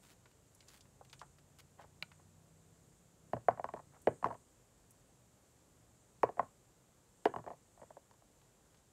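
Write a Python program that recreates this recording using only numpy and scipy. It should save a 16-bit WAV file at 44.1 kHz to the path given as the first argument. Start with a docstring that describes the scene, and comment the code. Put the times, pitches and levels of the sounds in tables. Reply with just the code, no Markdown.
"""A stick rakes the charcoal of a burnt-down fire in a forest and is dropped; nuts are then tossed into a log.
Raking is a dense run of clicks in filtered colours; each charcoal click is a coloured snap.
The stick and the nuts ring as dying sine modes, with coloured snaps for the shell's tick and the crunch.
A short tail of decaying noise echoes them. Behind lie filtered-noise air, insects hissing in three noise
bands that swell and sink, and a far engine of a few low harmonics over a rumble."""
import sys
import numpy as np
from scipy import signal
from scipy.fft import rfft, irfft
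from scipy.io import wavfile

SR = 44100
rng = np.random.default_rng(int(sys.argv[2]) if len(sys.argv) > 2 else 0)


def digitize_waveform(pressure):
    """Quantize a signal to 16-bit integers and store it at the path in sys.argv[1].

    Rows of a 2-D input are taken as channels; values are limited to [-1, 1].
    """
    field = np.atleast_2d(pressure).T
    bounded = np.clip(field, -1, 1)
    quanta = np.round(bounded * 32767).astype(np.int16)
    wavfile.write(sys.argv[1], SR, quanta)


N = 393372

# A nut lands, bounces or wobbles in the log. Each row: contact in seconds, nominal level in dB, strongest ring in Hz,
# spread of the ring in octaves (0.15 at least is used), travel of the bending wave in seconds at 1 kHz,
# nominal thud in dB re level, bite of the shell in dB, crunch in Hz.
KNOCKS = [(3.3333, -32, 640, .38, 0.00068, -6, 0.5, 2000),
          (3.366, -43.5, 685, 0.36, 0.00085, -14, -1, 1800),
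          (3.4848, -21, 777, 0.22, 0.00054, -23.5, -6.5, 1750),
          (3.509, -43, 756, 0.41, 0.00086, -6, 2, 1600), (3.574, -50, 800, .37, 0.0013, -9, 1, 1700),
          (3.5955, -38, 713, 0.3, 0.00076, -21, -10, 1600),
          (3.6425, -35.5, 805, 0.47, 0.00066, -17.5, 7, 1700), (3.688, -44, 840, 0.33, .0014, -17, 0, 1750),
          (3.7375, -40, 620, 0.54, 0.00059, -12, 3, 1900), (3.763, -50.5, 880, .35, 0.00075, -17, 2, 1700),
          (3.772, -52.5, 1070, .4, .0008, -16, 4, 1750), (3.792, -53.5, 773, 0.54, 0.00082, -16, -3, 1900),
          (3.798, -56.5, 1000, 0.35, 0.00078, -16, -3, 1700),
          (4.0718, -22.5, 550, 0.28, 0.0013, -15, -1.5, 1945),
          (4.083, -42, 1000, .3, 0.00074, -16, -5, 2100), (4.2264, -43, 800, 0.47, 0.0007, -9, 0, 1900),
          (4.2435, -28, 1120, .21, .0005, -14.5, 6, 1620), (4.254, -46, 1140, .3, 0.00066, -8, 4, 1450),
          (4.2585, -34.5, 610, 0.46, 0.00057, -15, 1, 1900),
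          (4.2695, -44.5, 630, 0.32, 0.00091, -19, 7, 2200), (4.285, -47.5, 520, .4, 0.0013, -7, 2, 2000),
          (4.304, -44, 830, 0.36, 0.00034, -12, -2, 1500),
          (4.311, -43.5, 930, 0.42, 0.00077, -16, -3, 1500), (4.325, -48.5, 645, 0.42, 0.001, -16, 2, 1650),
          (4.342, -56.5, 1060, .3, 0.0015, -9, 10, 2000), (4.348, -55.5, 681, .35, 0.0011, -11, 4, 1700),
          (6.2319, -22.5, 630, 0.51, 0.0015, -22, 2.5, 1740), (6.2426, -46, 700, .4, 0.00062, -13, 2, 1750),
          (6.2495, -45, 1050, .27, 0.00076, -13, -3, 1600), (6.2897, -41, 603, 0.38, 0.0012, -16, -9, 2100),
          (6.3703, -51, 680, .3, .001, -15, -2, 1600), (6.379, -48, 680, 0.39, .0008, -22, -9, 1600),
          (6.3941, -26.5, 800, 0.36, 0.00084, -19.5, -3, 1560),
          (6.428, -48.5, 650, 0.14, 0.0011, -12, -3, 1700), (7.2545, -23, 500, .47, .0013, -27, 10, 2190),
          (7.2635, -43, 517, 0.34, 0.0017, -16.5, 9, 2300),
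          (7.2684, -42, 950, 0.36, 0.00094, -15, 0.5, 2100), (7.3385, -41, 800, 0.27, .001, -12, -11, 2600),
          (7.3615, -38.5, 720, 0.65, 0.0005, -6.5, 3.5, 2200),
          (7.385, -50.5, 860, .4, 0.00124, -1, 4, 2000), (7.391, -52.5, 680, 0.41, 0.0011, -14, -11, 1700),
          (7.4405, -56, 710, 0.52, 0.0007, -7, 1, 2000), (7.4638, -47, 634, 0.48, 0.00082, -10.5, 2, 2100),
          (7.4755, -44.5, 780, .28, 0.00082, -17, -16, 1890),
          (7.482, -47, 560, 0.31, 0.0011, -20, -1, 2100), (7.503, -46, 700, 0.37, .0009, -14.5, -11, 2300),
          (7.514, -49, 707, 0.29, 0.0013, -16, -12, 1700), (7.532, -55.5, 690, .3, 0.0015, -21, -6, 1700),
          (7.775, -62, 754, 0.27, 0.0011, -15, -2, 1700), (7.795, -61.5, 912, .35, 0.00089, -10, -4, 1800),
          (7.816, -52, 636, 0.45, 0.0012, -7.5, -4, 1900), (7.831, -54, 710, 0.39, 0.00094, -13, -2, 1900),
          (7.9046, -52.5, 724, 0.41, 0.00085, -12, -2, 1900),
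          (7.968, -51, 690, 0.34, 0.00089, -21, -7, 1800), (8.111, -64, 900, 0.46, 0.00091, -13, 18, 1900),
          (8.138, -69.5, 995, .5, 0.00094, -13, 16, 1800),
          (8.221, -66.5, 793, 0.21, 0.00089, -16, -0.5, 1770)]
# Modes of the hollowed log. Each row: nominal pitch in Hz, nominal weight in dB, t60 in seconds.
LOG_MODES = [(95.9, 0.5, 0.089), (119, 4, 0.08), (147, -2, 0.095), (255.2, 4, 0.049), (331, -0.5, 0.04),
             (389, -2.5, 0.028), (439, 4.5, 0.04), (485, 1, 0.034), (550, 4, 0.033), (621.5, 5, .03),
             (680, 3, 0.038), (738.6, 2.5, 0.025), (816, -5, 0.02), (921, 0, 0.029), (994, 0, 0.034),
             (1071, 0, 0.031), (1166, -9, 0.015), (1260, -10, .024), (1420, -5, 0.014), (1575, 2.5, 0.017),
             (1707, 6, 0.018), (1846, 6, 0.017), (2050, -4, .016), (2330, -4.5, .018), (2562, -6, 0.013),
             (2980, -4, 0.016)]
# Spectrum of a nut shell's tick. 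Each row: frequency in Hz, relative level in dB.
SHELL_SPECTRUM = [(1500, -31), (2800, 6), (3500, -2.5), (4400, 2.5), (5800, -2.5), (9000, -12), (12000, -9),
                  (16000, -24.5)]
# A bit of charcoal clicks or snaps. Each row: time in seconds, relative level in dB, centre in Hz.
COALS = [(0.097, -68, 2640), (0.257, -59, 1390), (0.549, -61.5, 8900), (0.606, -58.5, 4160),
         (0.684, -56, 5900), (0.808, -58, 5260), (1.011, -50, 740), (1.049, -64, 2600),
         (1.098, -62.5, 4500), (1.129, -53.5, 4480), (1.131, -53, 1870), (1.194, -57, 5000),
         (1.215, -45, 1000), (1.228, -52.5, 930), (1.385, -63.5, 2100), (1.599, -64, 4860),
         (1.792, -55, 920), (1.796, -52, 870), (1.808, -56, 750), (1.81, -65, 2200), (1.814, -56, 800),
         (1.821, -63.5, 2300), (1.839, -60, 1050), (1.843, -55.5, 700), (2.117, -57, 1430),
         (2.195, -62.5, 940), (4.018, -62.5, 8990), (4.908, -59.5, 9800), (8.416, -68, 1790),
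         (8.744, -67, 1785), (8.771, -71, 5200)]
# Stirred embers settle. Each row: start in seconds, end in seconds, relative level of a click in dB.
SETTLING = [(0.147, 0.904, -68), (8.152, 8.839, -76)]
# Stick or nut drags over ash and wood. Each row: start in seconds, end in seconds, level in dB, centre in Hz,
# spread in octaves.
RAKES = [(0.015, 0.149, -68, 2970, 2.5), (0.662, 0.803, -67, 4460, 1.5), (1.207, 1.225, -66, 4000, 0.69),
         (1.584, 1.61, -61.5, 4060, 1.2), (1.774, 1.845, -67.5, 900, 0.88),
         (3.918, 3.984, -68.5, 930, 0.54)]
# The stick lands: time in seconds, level in dB.
STICK_DROP = (2.0253, -41)
# Modes of the stick. Each row: pitch in Hz, weight in dB, t60 in seconds.
STICK_MODES = [(153, -3, 0.055), (614, -2.5, 0.028), (780, -7, 0.038), (930, -12, 0.064), (1320, -6, 0.032),
               (1450, -2, 0.043), (1660, -12, 0.02), (2050, -14, 0.014), (2355, 10.5, 0.019),
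               (2700, 9.5, 0.014), (2900, 5, 0.014), (4080, 10.5, 0.009), (4520, 1, 0.017)]
# Spectrum of the forest air. Each row: frequency in Hz, relative density in dB per Hz.
AIR_SPECTRUM = [(20, -6.5), (48, -1.5), (76, -9.5), (112, -5), (250, -13), (500, -13.5), (1000, -20),
                (2300, -28), (5200, -29.5), (7500, -23), (9800, -31), (12000, -32), (15500, -41.5)]
# Insect bands. Each row: centre in Hz, relative level in dB, dB of change per dB of chorus swell.
INSECT_BANDS = [(6684, -9, 1.2), (7385, -4.5, 0.9), (8450, -9, 2.3)]
# Swells of the chorus. Each row: crest in seconds, rise in dB.
SWELLS = [(0.03, 4.5), (0.6, 3), (1.2, 5.5), (2.12, 4), (2.65, 2), (2.94, 3.5), (3.42, 2), (3.799, 2.5),
          (4.12, 6.5), (4.399, 4.5), (5.06, 2), (6.04, 3), (6.42, 3.5), (7.28, 4.5), (7.8, 4.5)]
# Course of the far engine. Each row: time in seconds, nominal firing rate in Hz, level of the orders in dB.
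ENGINE_COURSE = [(0, 25.2, -77), (1.15, 26.69, -70), (1.5, 28.4, -70), (2.05, 30, -68.5),
                 (2.399, 31.9, -69), (2.801, 32.6, -70), (3.15, 34.6, -72), (3.3, 30.44, -66),
                 (3.6, 29.2, -67), (4.05, 29.3, -71), (4.501, 25.42, -80), (5.3, 23.39, -76),
                 (5.9, 24.07, -72.5), (7, 25.5, -80.5), (8.9, 24.86, -87)]
# Engine orders. Each row: multiple of the firing rate, nominal weight in dB.
ENGINE_ORDERS = [(2, -8.5), (3, -2.5), (4, -6.5), (5, 2), (6, -11.5), (7, -15)]
# Length of the clearing's echo. Each row: frequency in Hz, t60 in seconds.
CLEARING_T60 = [(100, 0.28), (400, 0.18), (1100, 0.19), (2000, 0.2), (8000, .08)]
# Strength of the clearing's echo. Each row: frequency in Hz, level in dB.
CLEARING_DB = [(100, -5), (330, -12), (650, -25), (1050, -15.5), (1400, -11.5), (1850, -16), (2400, -14),
               (3200, -16), (8000, -21)]

SPECTRUM_HZ = np.fft.rfftfreq(4096, 1 / SR)


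def amp(db):
    """Decibels to gain."""
    return 10 ** (np.asarray(db) / 20)


def evened(x):
    """Scales to rms 1."""
    return x / np.sqrt(np.mean(x ** 2) + 1e-20)


def blow(x):
    """Scales a short sound to the energy of 10 ms at rms 1."""
    return x / np.sqrt(np.sum(x ** 2) / (SR / 100) + 1e-20)


def read(points, hz):
    """Reads a curve on a log-frequency axis."""
    point_hz, value = np.transpose(points)
    return np.interp(np.log(hz + 1), np.log(point_hz + 1), value)


def hump(hz, centre_hz, octaves):
    """Spectrum in dB of a Gaussian bell around a centre frequency."""
    return -5 / np.log(10) * (np.log2((hz + 1) / centre_hz) / octaves) ** 2


def crumb_colour(centre_hz, octaves):
    """A hump on a spectrum that falls toward the treble, in dB."""
    return hump(SPECTRUM_HZ, centre_hz, octaves) - 10 * np.log10(SPECTRUM_HZ + 200)


def add(mix, start_s, sound):
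    """Mixes a sound in at a time."""
    part = mix[max(round(start_s * SR), 0):][:len(sound)]
    part += sound[:len(part)]


def causal(db):
    """Minimum-phase click: the sharpest that has this spectrum, floored 80 dB below its peak."""
    log_gain = np.log(amp(np.maximum(db - np.max(db), -80)))
    circle = np.concatenate([log_gain, log_gain[-2:0:-1]])
    return np.fft.ifft(np.exp(np.conj(signal.hilbert(circle)))).real[:2048]


def noise(colour):
    """Steady noise of rms 1 whose spectrum in dB is a function of frequency."""
    spectrum = rfft(rng.standard_normal(N))
    return evened(irfft(spectrum * amp(colour(np.fft.rfftfreq(N, 1 / SR))), N))


def drift(per_s):
    """Slow random curve: straight lines between normal draws of standard deviation 1."""
    knots = rng.standard_normal(1024)
    return np.interp(np.arange(N) / SR * per_s, np.arange(len(knots)), knots)


def ring(hz, t60_s, travel_s, rise_cycles, punch):
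    """One dying sine a mode; bending waves are slower at low pitch (travel_s at 1 kHz), so a blow chirps down."""
    arrival_s = travel_s * np.sqrt(1000 / hz[:, None])
    t = np.maximum(np.arange(SR // 4) / SR - arrival_s, 0)
    cycles = t * hz[:, None]
    swell = 1 - np.exp(-(cycles / rise_cycles) ** 2)
    # the wave straight from the blow outweighs its reflections
    first_pass = 1 + punch * np.exp(-(cycles / 2) ** 2)
    decay = np.exp(-np.log(1000) * t / t60_s[:, None])
    return swell * first_pass * decay * np.sin(2 * np.pi * cycles)


def snap(db, t60_s, grit):
    """A sharp contact and a short crumble after it, in one colour."""
    t = np.arange(2048) / SR
    crumble = blow(rng.standard_normal(len(t)) * np.exp(-np.log(1000) * t / t60_s))
    contact = blow(1. * (t == 0))
    return blow(signal.fftconvolve(grit * crumble + contact, causal(db)))


def forest(air_db=-68.5, insects_db=-77.5, flutter_db=1.0, swell_s=0.15, lull_db=-1.5):
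    """Still air and insects high in the trees, which turn shriller as they swell."""
    t = np.arange(N) / SR
    out = amp(air_db + 0.29 * drift(per_s=8.5)) * noise(lambda f: read(AIR_SPECTRUM, f))
    chorus_db = lull_db + sum(rise * np.exp(-((t - crest) / swell_s) ** 2) for crest, rise in SWELLS)
    for hz, db, follow in INSECT_BANDS:
        level_db = insects_db + db + follow * chorus_db + flutter_db * drift(per_s=32)
        out += amp(level_db) * noise(lambda f: hump(f, hz, octaves=.075))
    return out


def far_engine(fading_db=2.0, rumble_db=-77.5, usual_db=-75, rumble_follows=0.55):
    """Only the lowest orders carry this far, each fading on its own, over a low rumble that swells with them."""
    s, *columns = np.transpose(ENGINE_COURSE)
    rate_hz, level_db = (np.interp(np.arange(N) / SR, s, column) for column in columns)
    turns = np.cumsum(rate_hz * (1 + .005 * drift(per_s=10))) / SR
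    orders = np.zeros(N)
    for multiple, db in ENGINE_ORDERS:
        orders += amp(db + fading_db * drift(per_s=2.7)) * np.sin(2 * np.pi * multiple * turns)
    rumble = noise(lambda f: hump(f, centre_hz=135, octaves=0.78))
    rumble_gain = amp(rumble_db + rumble_follows * (level_db - usual_db))
    return amp(level_db) * evened(orders) + rumble_gain * rumble


def raking(grains_per_s=1700, grain_db=3.5):
    """Crumbs of ash crush in a dense run of tiny clicks."""
    out = np.zeros(N)
    for start_s, end_s, level_db, centre_hz, octaves in RAKES:
        n = max(round((end_s - start_s) * SR), 64)
        sizes = amp(grain_db * np.minimum(rng.exponential(1, n), 4)) * rng.choice([-1, 1], n)
        crumbs = sizes * (rng.random(n) < grains_per_s / SR)
        stroke = crumbs * signal.windows.tukey(n, .4)
        scrape = signal.fftconvolve(stroke, causal(crumb_colour(centre_hz, octaves)))
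        add(out, start_s, amp(level_db) * scrape / np.std(scrape[:n]))
    return out


def clearing(x, build_s=0.0054):
    """Ground, logs and trunks scatter a short tail: noise that dies at its own rate in each band."""
    f, t, z = signal.stft(rng.standard_normal(SR // 2), SR, nperseg=256)
    decay = np.exp(-np.log(1000) * t / read(CLEARING_T60, f)[:, None])
    decay *= 1 - np.exp(-(t / build_s) ** 2)
    energy = 128 * np.sum(decay ** 2, axis=1, keepdims=True)  # 128 samples between frames
    decay *= amp(read(CLEARING_DB, f))[:, None] / np.sqrt(energy)
    tail = signal.istft(z * decay, SR, nperseg=256)[1]
    return signal.fftconvolve(x, tail)[:N]


def breadth(centre_hz, click_octaves=0.33, crumble_octaves=0.9, crumble_hz=2220, range_octaves=0.42):
    """Octaves a bit sounds over: middling bits crumble broadly, lumps and splinters click near one pitch."""
    return click_octaves + crumble_octaves * amp(hump(centre_hz, crumble_hz, range_octaves))


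def settling(count=3, centre_hz=2200, scatter_octaves=1.0):
    """A few crumbs shift at random moments: rows like those of COALS."""
    rows = []
    for start_s, end_s, level_db in SETTLING:
        for _ in range(count):
            pitch_hz = centre_hz * 2 ** (scatter_octaves * rng.uniform(-2.1, 1))
            rows.append((rng.uniform(start_s, end_s), level_db, pitch_hz))
    return rows


def charcoal(click_db=-4.0):
    """Brittle bits click; the smaller the bit, the higher its pitch."""
    out = np.zeros(N)
    for s, level_db, centre_hz in COALS + settling():
        colour = crumb_colour(centre_hz, breadth(centre_hz))
        add(out, s, amp(level_db + click_db) * snap(colour, t60_s=0.049, grit=2.1))
    return out


def dropped_stick(crack_db=-17, splinter_db=-6):
    """The dry stick clacks on the ground and crushes the crumbs under it."""
    out = np.zeros(N)
    hz, db, t60_s = np.transpose(STICK_MODES)
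    s, level_db = STICK_DROP
    clack = blow(amp(db) @ ring(hz, t60_s, travel_s=0.00043, rise_cycles=0.7, punch=0.48))
    splinter = snap(hump(SPECTRUM_HZ, centre_hz=2630, octaves=0.51), t60_s=0.024, grit=0.39)
    crack = snap(hump(SPECTRUM_HZ, centre_hz=5000, octaves=1.0), t60_s=0.024, grit=1.3)
    add(out, s, amp(level_db) * clack)
    add(out, s, amp(level_db + splinter_db) * splinter)
    add(out, s, amp(level_db + crack_db) * crack)
    return out


def nuts(spot_db=1.5, thud_db=-1.5, grit_db=-9.5, cut_share=0.58, hard_db=-22, upper_octaves=0.35):
    """Each landing spot favours the log's modes around one pitch; the hard shell adds a tick and a dry crunch."""
    out = np.zeros(N)
    hz, db, t60_s = np.transpose(LOG_MODES)
    low, high = hz < 350, hz > 1300
    body = ~low & ~high
    log_wall = signal.butter(3, 85, "high", fs=SR, output="sos")  # the log is too small for deep bass
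    for s, level_db, ring_hz, spread, travel_s, thud, bite_db, crunch_hz in KNOCKS:
        # the body's ring is cut below a share of its strongest pitch, so a knock carries little bass
        body_cut = signal.butter(4, cut_share * ring_hz, "high", fs=SR, output="sos")
        upper_db = -18 + 0.33 * bite_db
        tick_db = -35 + bite_db - 0.22 * (level_db + 36)  # grows more slowly than the knock
        spot, detune = rng.standard_normal((2, len(hz)))
        punch = 0.47 * amp(0.98 * (level_db - hard_db))  # a hard blow clacks, a light touch rings
        rings = ring(hz * (1 + 0.023 * detune), t60_s, travel_s, rise_cycles=1.0, punch=punch)
        modes = amp(db + spot_db * spot)[:, None] * rings

        body_ring = amp(hump(hz[body], ring_hz, max(spread, .15))) @ modes[body]
        upper_ring = amp(hump(hz[high], crunch_hz, upper_octaves)) @ modes[high]
        knock = blow(signal.sosfilt(body_cut, body_ring))
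        knock += amp(thud + thud_db) * blow(signal.sosfilt(log_wall, modes[low].sum(0)))
        knock += amp(upper_db) * blow(upper_ring)
        tick = snap(read(SHELL_SPECTRUM, SPECTRUM_HZ), t60_s=0.018, grit=6.3)
        crunch = snap(hump(SPECTRUM_HZ, crunch_hz, octaves=0.32), t60_s=0.021, grit=1.7)
        add(out, s - .001, amp(level_db + .5 * punch) * knock)
        add(out, s, amp(level_db + tick_db) * tick)
        add(out, s, amp(level_db + upper_db + grit_db) * crunch)
    return out


def scene(stick_echo_db=-9):
    """The work at the fire, its echo and the forest around it."""
    far = forest() + far_engine()
    stick = dropped_stick()
    near = raking() + charcoal() + nuts()
    echo = clearing(near + amp(stick_echo_db) * stick)
    return (near + stick + echo + far)[None]


def record(dry, low_cut_hz=50, edge_hz=15750):
    """The microphone sheds the deepest bass; a low-pass then limits the band."""
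    thinned = signal.sosfilt(signal.butter(3, low_cut_hz, "high", fs=SR, output="sos"), dry)
    low_pass = signal.firwin(511, edge_hz, window=("kaiser", 9), fs=SR)
    return signal.oaconvolve(thinned, low_pass[None], "same")


dry = scene()
out = record(dry)
digitize_waveform(out)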